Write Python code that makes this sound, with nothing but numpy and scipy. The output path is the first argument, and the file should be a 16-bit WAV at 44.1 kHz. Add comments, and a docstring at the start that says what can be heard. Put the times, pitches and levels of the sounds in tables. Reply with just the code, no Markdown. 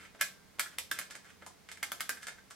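"""A clockwork toy locomotive is wound by hand on a carpet in a quiet, faintly humming room.
First the key rubs and knocks in its socket. From 0.2 s to 1 s the pawl slips off five ratchet teeth;
each impact excites the modes of the tin body, a near surface reflects it and the room reverberates.
The key alone knocks and rubs between turns, until four quick clicks follow from 1.8 s to 2.1 s.
Loose knocks of the key close the winding at 2.5 s."""
import sys
import numpy as np
from scipy import signal
from scipy.fft import rfft, irfft
from scipy.io import wavfile
from scipy.ndimage import uniform_filter1d

SR = 44100
rng = np.random.default_rng(int(sys.argv[2]) if len(sys.argv) > 2 else 0)


def file_out(sig):
    """Save sig as 16-bit WAV at sys.argv[1]."""
    # one column per channel
    cols = np.atleast_2d(sig).T
    # limit, then scale
    lim = np.clip(cols, -1, 1)
    pcm = np.round(lim * 32767).astype(np.int16)
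    wavfile.write(sys.argv[1], SR, pcm)


N = 112455

# Pawl impacts: (time [s], level [dB], thud [dB], clang centre [Hz], clang [dB], treble [dB],
# slip re level [dB], low ping [Hz], low ping [dB], high ping [Hz], high ping [dB])
PAWL_CLICKS = [ (0.2111, -0.5, -4, 1850, 5, 0, -6.5, 1585, 6.5, 8150, 6.5),
               (0.5950, -1.5, -4, 1300, 4.5, 0.5, -8.5, 2233, 9.5, 7970, 4.5),
               (0.7845, -7, 0, 1620, -4.5, -1, -7, 2053, 10.5, 3570, 12.5),
               (0.9138, -7.5, -4, 1450, 4.5, 0, 0.5, 1608, 12.5, 3550, 9.5),
               (0.9883, -10.5, 2.5, 1900, 0.5, 1, 1, 2020, 13, 10400, 3),
               (1.8288, -6.5, 3.5, 1990, 4, -2.5, -3, 2150, 6.5, 8080, 6.5),
               (1.918, -12, 10.5, 1300, 7, 1.5, -14, 3400, 6.5, 11000, 6.5),
               (2.0059, -6, -3.5, 1210, 5.5, -2.5, -13, 2100, 3.5, 3400, 6),
               (2.0927, -7, 4.5, 1520, 8.5, 0.5, -4, 1480, 0.5, 10900, 6)]
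# Key impacts: (time [s], level [dB], thud [dB], clang centre [Hz], clang [dB], treble [dB])
KEY_KNOCKS = [ (0.051, -28, -25, 2270, 10, -19), (0.1473, -26.5, 16.5, 900, 0, -14),
              (0.586, -17, 8, 1700, -8, -17), (0.660, -28, -5, 1570, 19.5, -16),
              (0.976, -24, -1, 1910, 6, -5), (1.0132, -15.5, 0, 1820, 6.5, -7),
              (1.1015, -19.5, 6, 1710, -14, -13), (1.1076, -18, -7, 1620, 5, -0.5),
              (1.147, -24.5, 2, 1800, 2, -13), (1.1520, -21, 11, 1920, 6.5, 2),
              (1.245, -34, 9, 1570, 10, -1), (1.422, -27, 20, 1640, 8.5, -17),
              (1.4632, -24, 12.5, 950, 15, 5.5), (1.6878, -17.5, -7, 2200, 3, -9),
              (1.712, -40, 7, 2100, 24, -11), (1.715, -16.5, -0.5, 1350, -2.5, -1),
              (1.772, -27, -2, 2010, 10, -2), (1.998, -24, -18, 2050, 11, -5),
              (2.171, -27, -5, 1700, 11.5, -1), (2.213, -31.5, -5, 1700, 11, 1),
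              (2.2231, -23, 1, 1580, -10, -5), (2.2290, -20, -13, 1600, 8.5, -0.5),
              (2.2686, -15.5, 6, 1800, 6, 2), (2.2829, -17.5, 10, 1780, 10.5, -1),
              (2.384, -38.5, 9, 1650, 18, -10), (2.5027, -33, 6, 1250, 11, 5),
              (2.5077, -22.5, 4.5, 1250, 8, 0.5)]
# Dull top of the key knocks, falling away above about 8.5 kHz: (frequency [Hz], gain [dB])
KNOCK_ROLLOFF = [(8500, 1), (12000, -7), (16000, -16)]
# Key friction as the hand shifts: (time [s], duration [s], level [dB])
KEY_RUBS = [(0.0, 0.06, -45.5), (0.191, 0.038, -42), (0.716, 0.029, -46.5), (0.941, 0.036, -43.5),
            (1.253, 0.059, -49), (1.415, 0.02, -54.5), (2.373, 0.021, -52)]
# Spectrum of sliding contact: (frequency [Hz], gain [dB])
SLIDE_SPECTRUM = [(200, 8), (800, -8.5), (1500, -3), (2400, -5.5), (4000, -11.5), (8000, -14.5),
                  (16000, -27.5)]
# Modes of the tin body and spring housing: (frequency [Hz], peak gain [dB], T60 [s])
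TIN_MODES = [(595, -2, 0.034), (679, -1.5, 0.09), (856, -5.5, 0.022), (1337, 2.5, 0.049), (1330, -13, .06),
             (1574, 10.5, 0.63), (1584, 9.5, 0.087), (1690, 8, 0.14), (1730, 4.5, 0.063),
             (2157.5, 8.5, 0.042), (2455, 10.5, 0.16), (3134, 2.5, 0.017), (3587, 0.5, 0.045),
             (7740, -2.5, 0.016)]
# Dry crack of a contact: (frequency [Hz], gain [dB])
CRACK_SPECTRUM = [(100, -22), (300, -13), (600, -8.5), (1000, -3.5), (1400, 4.5), (2200, 1.5), (2800, -0.5),
                  (3400, -2), (4300, -1.5), (7000, -0.5), (11000, 0.5), (14300, -1.5), (16000, -15)]
# Spectrum of the reverberant tail: (frequency [Hz], gain [dB])
TAIL_SPECTRUM = [(200, 6), (800, -2.5), (1700, -6), (4000, 0.5), (9000, -1.5), (16000, -8)]
# Reverberation time: (frequency [Hz], T60 [s])
TAIL_T60 = [(200, 0.38), (800, 0.35), (2000, 0.27), (5500, 0.29), (9000, 0.23), (15000, 0.27)]
# Left-right coherence of the direct sound: (frequency [Hz], correlation [0 to 1])
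DIRECT_COHERENCE = [(500, 1), (1800, 0.96), (4000, 0.69), (8000, 0), (14000, 0)]
# Left-right coherence of the diffuse field: (frequency [Hz], correlation [-1 to 1])
ROOM_COHERENCE = [(40, -0.71), (150, 0.11), (700, 0.07), (1700, 0.53), (4000, 0.25), (8000, 0.12),
                  (14000, -0.12)]
# Level difference between the channels: (frequency [Hz], left minus right [dB])
BALANCE = [(60, -8.5), (300, -2.5), (1200, -0.4), (2100, -2.5), (4000, 0), (8000, -0.5), (14000, -1.3)]
# Noise of the still room: (frequency [Hz], relative level [dB])
AIR_SPECTRUM = [(15, -53), (25, -7.5), (108, -8.5), (175, -3.5), (363, -12.5), (427, -7), (545, -13.5),
                (775, -13.5), (1890, -16.5), (2050, -14), (2480, -19.5), (3920, -20), (4870, -20.5),
                (6050, -21.5), (16000, -29.5)]
# Faint hum in the room: (frequency [Hz], RMS level [dB])
HUM_TONES = [(84, -76), (192, -76.5)]

SIZE, RESPONSE_SAMPLES = 24576, 20000  # transform size; the part of each response that is used
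T = np.arange(SIZE) / SR
HZ = np.maximum(np.fft.rfftfreq(SIZE, 1 / SR), 1)
RISE_S, PAWL_CHATTER_S, KNOCK_CHATTER_S = 0.00075, 0.0021, 0.0034  # a loose knock chatters longer
SLIP_LEAD_S, SLIP_DECAY_S = 0.0024, 0.0049
ROOM_DELAY_S = 0.006
ROOM_DETAIL_SHARE = 0.45  # pings and small modes beam in all directions, so the room evens them out


def ratchet(tin):
    """Impact excitation: the pawl slides off a tooth, then snaps onto the next and rings the body."""
    out, slide = np.zeros((2, N)), minimum_phase(at_hz(SLIDE_SPECTRUM))
    for onset, db, *tone, slip_db, low_hz, low_db, high_hz, high_db in PAWL_CLICKS:
        near, diffuse = room()  # the moving hands scatter each click anew
        detail_db = ping(low_hz, low_db) + ping(high_hz, high_db) + small_modes()
        slip = from_db(db + slip_db) * burst(SLIP_DECAY_S) * slide * (near + diffuse)
        paths = near * minimum_phase(detail_db) + diffuse * minimum_phase(ROOM_DETAIL_SHARE * detail_db)
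        snap = burst(PAWL_CHATTER_S) * minimum_phase(contact_colour(db, *tone)) * paths
        click = slip + snap * delay(SLIP_LEAD_S)
        add(out, onset - SLIP_LEAD_S, irfft(click * tin)[:, :RESPONSE_SAMPLES])
    return out


def key(tin, grains_per_s=2500, grain_spread_db=4.5):
    """Impact and friction: the loose key knocks and rubs in its socket, driving the body."""
    force, slide = np.zeros(N), minimum_phase(at_hz(SLIDE_SPECTRUM))
    for onset, *tone in KEY_KNOCKS:
        chatter = burst(KNOCK_CHATTER_S)
        colour_db = contact_colour(*tone) + at_hz(KNOCK_ROLLOFF) + ROOM_DETAIL_SHARE * small_modes()
        add(force, onset, irfft(chatter * minimum_phase(colour_db)))
    for onset, duration, db in KEY_RUBS:
        grains = (rng.random(SIZE) < grains_per_s / SR) * rng.choice([-1, 1], SIZE)
        grains = grains * from_db(grain_spread_db * rng.standard_normal(SIZE))
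        rub = grains / grains.std() * (T < duration)
        add(force, onset, from_db(db) * irfft(rfft(rub) * slide))
    response = irfft(tin * sum(room()))[:, :RESPONSE_SAMPLES]
    return signal.fftconvolve(force[None], response, axes=1)[:, :N]


def burst(decay_s):
    """Random superposition: tiny impulses swell and die away as noise; returns its whitened spectrum."""
    spectrum = rfft(rng.standard_normal(SIZE) * (1 - np.exp(-T / RISE_S)) * np.exp(-T / decay_s))
    power = uniform_filter1d(abs(spectrum) ** 2, size=141)
    return spectrum * minimum_phase(-10 * np.log10(power + 1e-12))


def contact_colour(db, thud_db, clang_hz, clang_db, treble_db, thud_hz=880, treble_hz=4850):
    """Excitation spectrum in dB: where and how hard a blow lands sets its tone."""
    thud = thud_db / (1 + (HZ / thud_hz) ** 4)
    treble = treble_db / (1 + (treble_hz / HZ) ** 4)
    clang = clang_db * np.exp(-.5 * (np.log2(HZ / clang_hz) / 0.31) ** 2)  # spread of 0.31 octave
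    return db + thud + treble + clang


def tin_body():
    """Modal superposition: the locomotive's damped modes add in power to a broadband crack."""
    power = from_db(at_hz(CRACK_SPECTRUM)) ** 2
    for hz, db, t60 in TIN_MODES:
        width_hz = np.log(1000) / np.pi / t60
        _, mode = signal.freqz(*resonance(hz, width_hz), worN=HZ, fs=SR)
        power = power + abs(from_db(db) * mode) ** 2
    return minimum_phase(10 * np.log10(power))


def ping(hz, db, q=15):
    """Resonance: the Lorentzian peak, in dB, of one mode that a blow favours."""
    detuning = 2 * q * (HZ / hz - 1)
    return 10 * np.log10(1 + (from_db(db) ** 2 - 1) / (1 + detuning ** 2))


def small_modes(ripple_db=4.5, spacing_hz=227.4, from_hz=3300):
    """Modal overlap: many short high modes, mixed anew by each blow, ripple the spectrum in dB."""
    ripple = np.interp(HZ / spacing_hz, np.arange(512), rng.standard_normal(512))
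    return ripple_db * ripple / (1 + (from_hz / HZ) ** 2)


def room(echo_s=0.0048, skew_s=0.00004, echo_db=-9, smear_s=0.00054, early_db=-5.5, early_t60_s=0.047):
    """Multipath propagation: direct sound with one near reflection, and early scatter with the tail."""
    direct = stereo(1, burst(smear_s), DIRECT_COHERENCE)
    echo = from_db(echo_db) * stereo(burst(smear_s), burst(smear_s), DIRECT_COHERENCE)
    echo = echo * delay(echo_s + skew_s * np.array([[0], [1]]))  # reaches the right side later
    early = [from_db(early_db) * burst(early_t60_s / np.log(1000)) * delay(ROOM_DELAY_S)
             for _ in range(2)]
    diffuse = stereo(early[0] + tail(), early[1] + tail(), ROOM_COHERENCE)
    return (direct + echo) * pan(), diffuse * pan()


def tail():
    """Reverberation: the spectrum of a diffuse field in which each band decays at its own rate."""
    white, out = rfft(rng.standard_normal(SIZE)), 0
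    edges = np.geomspace(100, 18000, 16)
    for low, high in zip(edges, edges[1:]):
        hz, band = np.sqrt(low * high), (HZ >= low) & (HZ < high)
        decay = np.exp(-np.log(1000) * T / at_hz(TAIL_T60, hz)) * (T > ROOM_DELAY_S)
        ring = irfft(white * band) * decay
        out = out + ring * np.sqrt(band.mean() / np.sum(ring ** 2)) * from_db(at_hz(TAIL_SPECTRUM, hz))
    return rfft(out)


def air(noise_db=-61, hum_width_hz=7.9):
    """Ambient noise: a steady broadband floor, and a hum that wavers as narrow-band noise does."""
    hz = np.maximum(np.fft.rfftfreq(N, 1 / SR), 1)
    white = stereo(*rfft(rng.standard_normal((2, N))), ROOM_COHERENCE, hz)
    noise = irfft(white * from_db(at_hz(AIR_SPECTRUM, hz)) * pan(hz), N)
    out = from_db(noise_db) * noise / noise.std()
    for hum_hz, db in HUM_TONES:
        b, a = resonance(hum_hz, hum_width_hz)
        drive = rng.standard_normal(N + SR)  # one extra second lets the resonance settle
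        hum = signal.lfilter(b, a, signal.lfilter(b, a, drive))[SR:]
        out = out + from_db(db) * hum / hum.std()
    return out


def resonance(hz, width_hz):
    """Damped oscillator: two-pole filter coefficients with unit peak gain."""
    r = np.exp(-np.pi * width_hz / SR)
    return (1 - r * r) / 2 * np.array([1, 0, -1]), [1, -2 * r * np.cos(2 * np.pi * hz / SR), r * r]


def minimum_phase(db):
    """Causality: folding the cepstrum gives the minimum-phase response with these levels."""
    cepstrum = irfft(np.log(from_db(db)))
    cepstrum[1:SIZE // 2] *= 2
    cepstrum[SIZE // 2 + 1:] = 0
    return np.exp(rfft(cepstrum))


def stereo(mid, side, coherence, hz=HZ):
    """Partial coherence: a weighted sum and difference of unrelated spectra give left and right."""
    c = np.clip(at_hz(coherence, hz), -1, 1)
    return np.sqrt((1 + c) / 2) * mid + np.sqrt((1 - c) / 2) * side * np.array([[1], [-1]])


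def pan(hz=HZ):
    """Level difference: left and right gains, each taking half of the balance."""
    return from_db(at_hz(BALANCE, hz) * np.array([[.5], [-.5]]))


def delay(seconds):
    """Shift theorem: a delay is a phase lag proportional to frequency."""
    return np.exp(-2j * np.pi * HZ * seconds)


def from_db(db):
    """Decibel scale: 20 dB is a factor of ten in amplitude."""
    return 10 ** (np.asarray(db) / 20)


def at_hz(points, hz=HZ):
    """Interpolation of a table on a log-frequency axis."""
    frequencies, values = np.transpose(points)
    return np.interp(np.log(hz), np.log(frequencies), values)


def add(out, onset, sound):
    """Superposition: a sound joins the mix at its onset."""
    start = max(int(onset * SR), 0)
    out[..., start:start + sound.shape[-1]] += sound[..., :max(N - start, 0)]


def scene():
    """Linear superposition: ratchet and key radiate through one body, over the room's noise."""
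    tin = tin_body()
    return ratchet(tin) + key(tin) + air()


def record(dry):
    """Band limiting: a steep elliptic low-pass removes the treble above 16 kHz."""
    return signal.sosfilt(signal.ellip(10, .2, 80, 16000, fs=SR, output="sos"), dry)


dry = scene()
out = record(dry)
file_out(out)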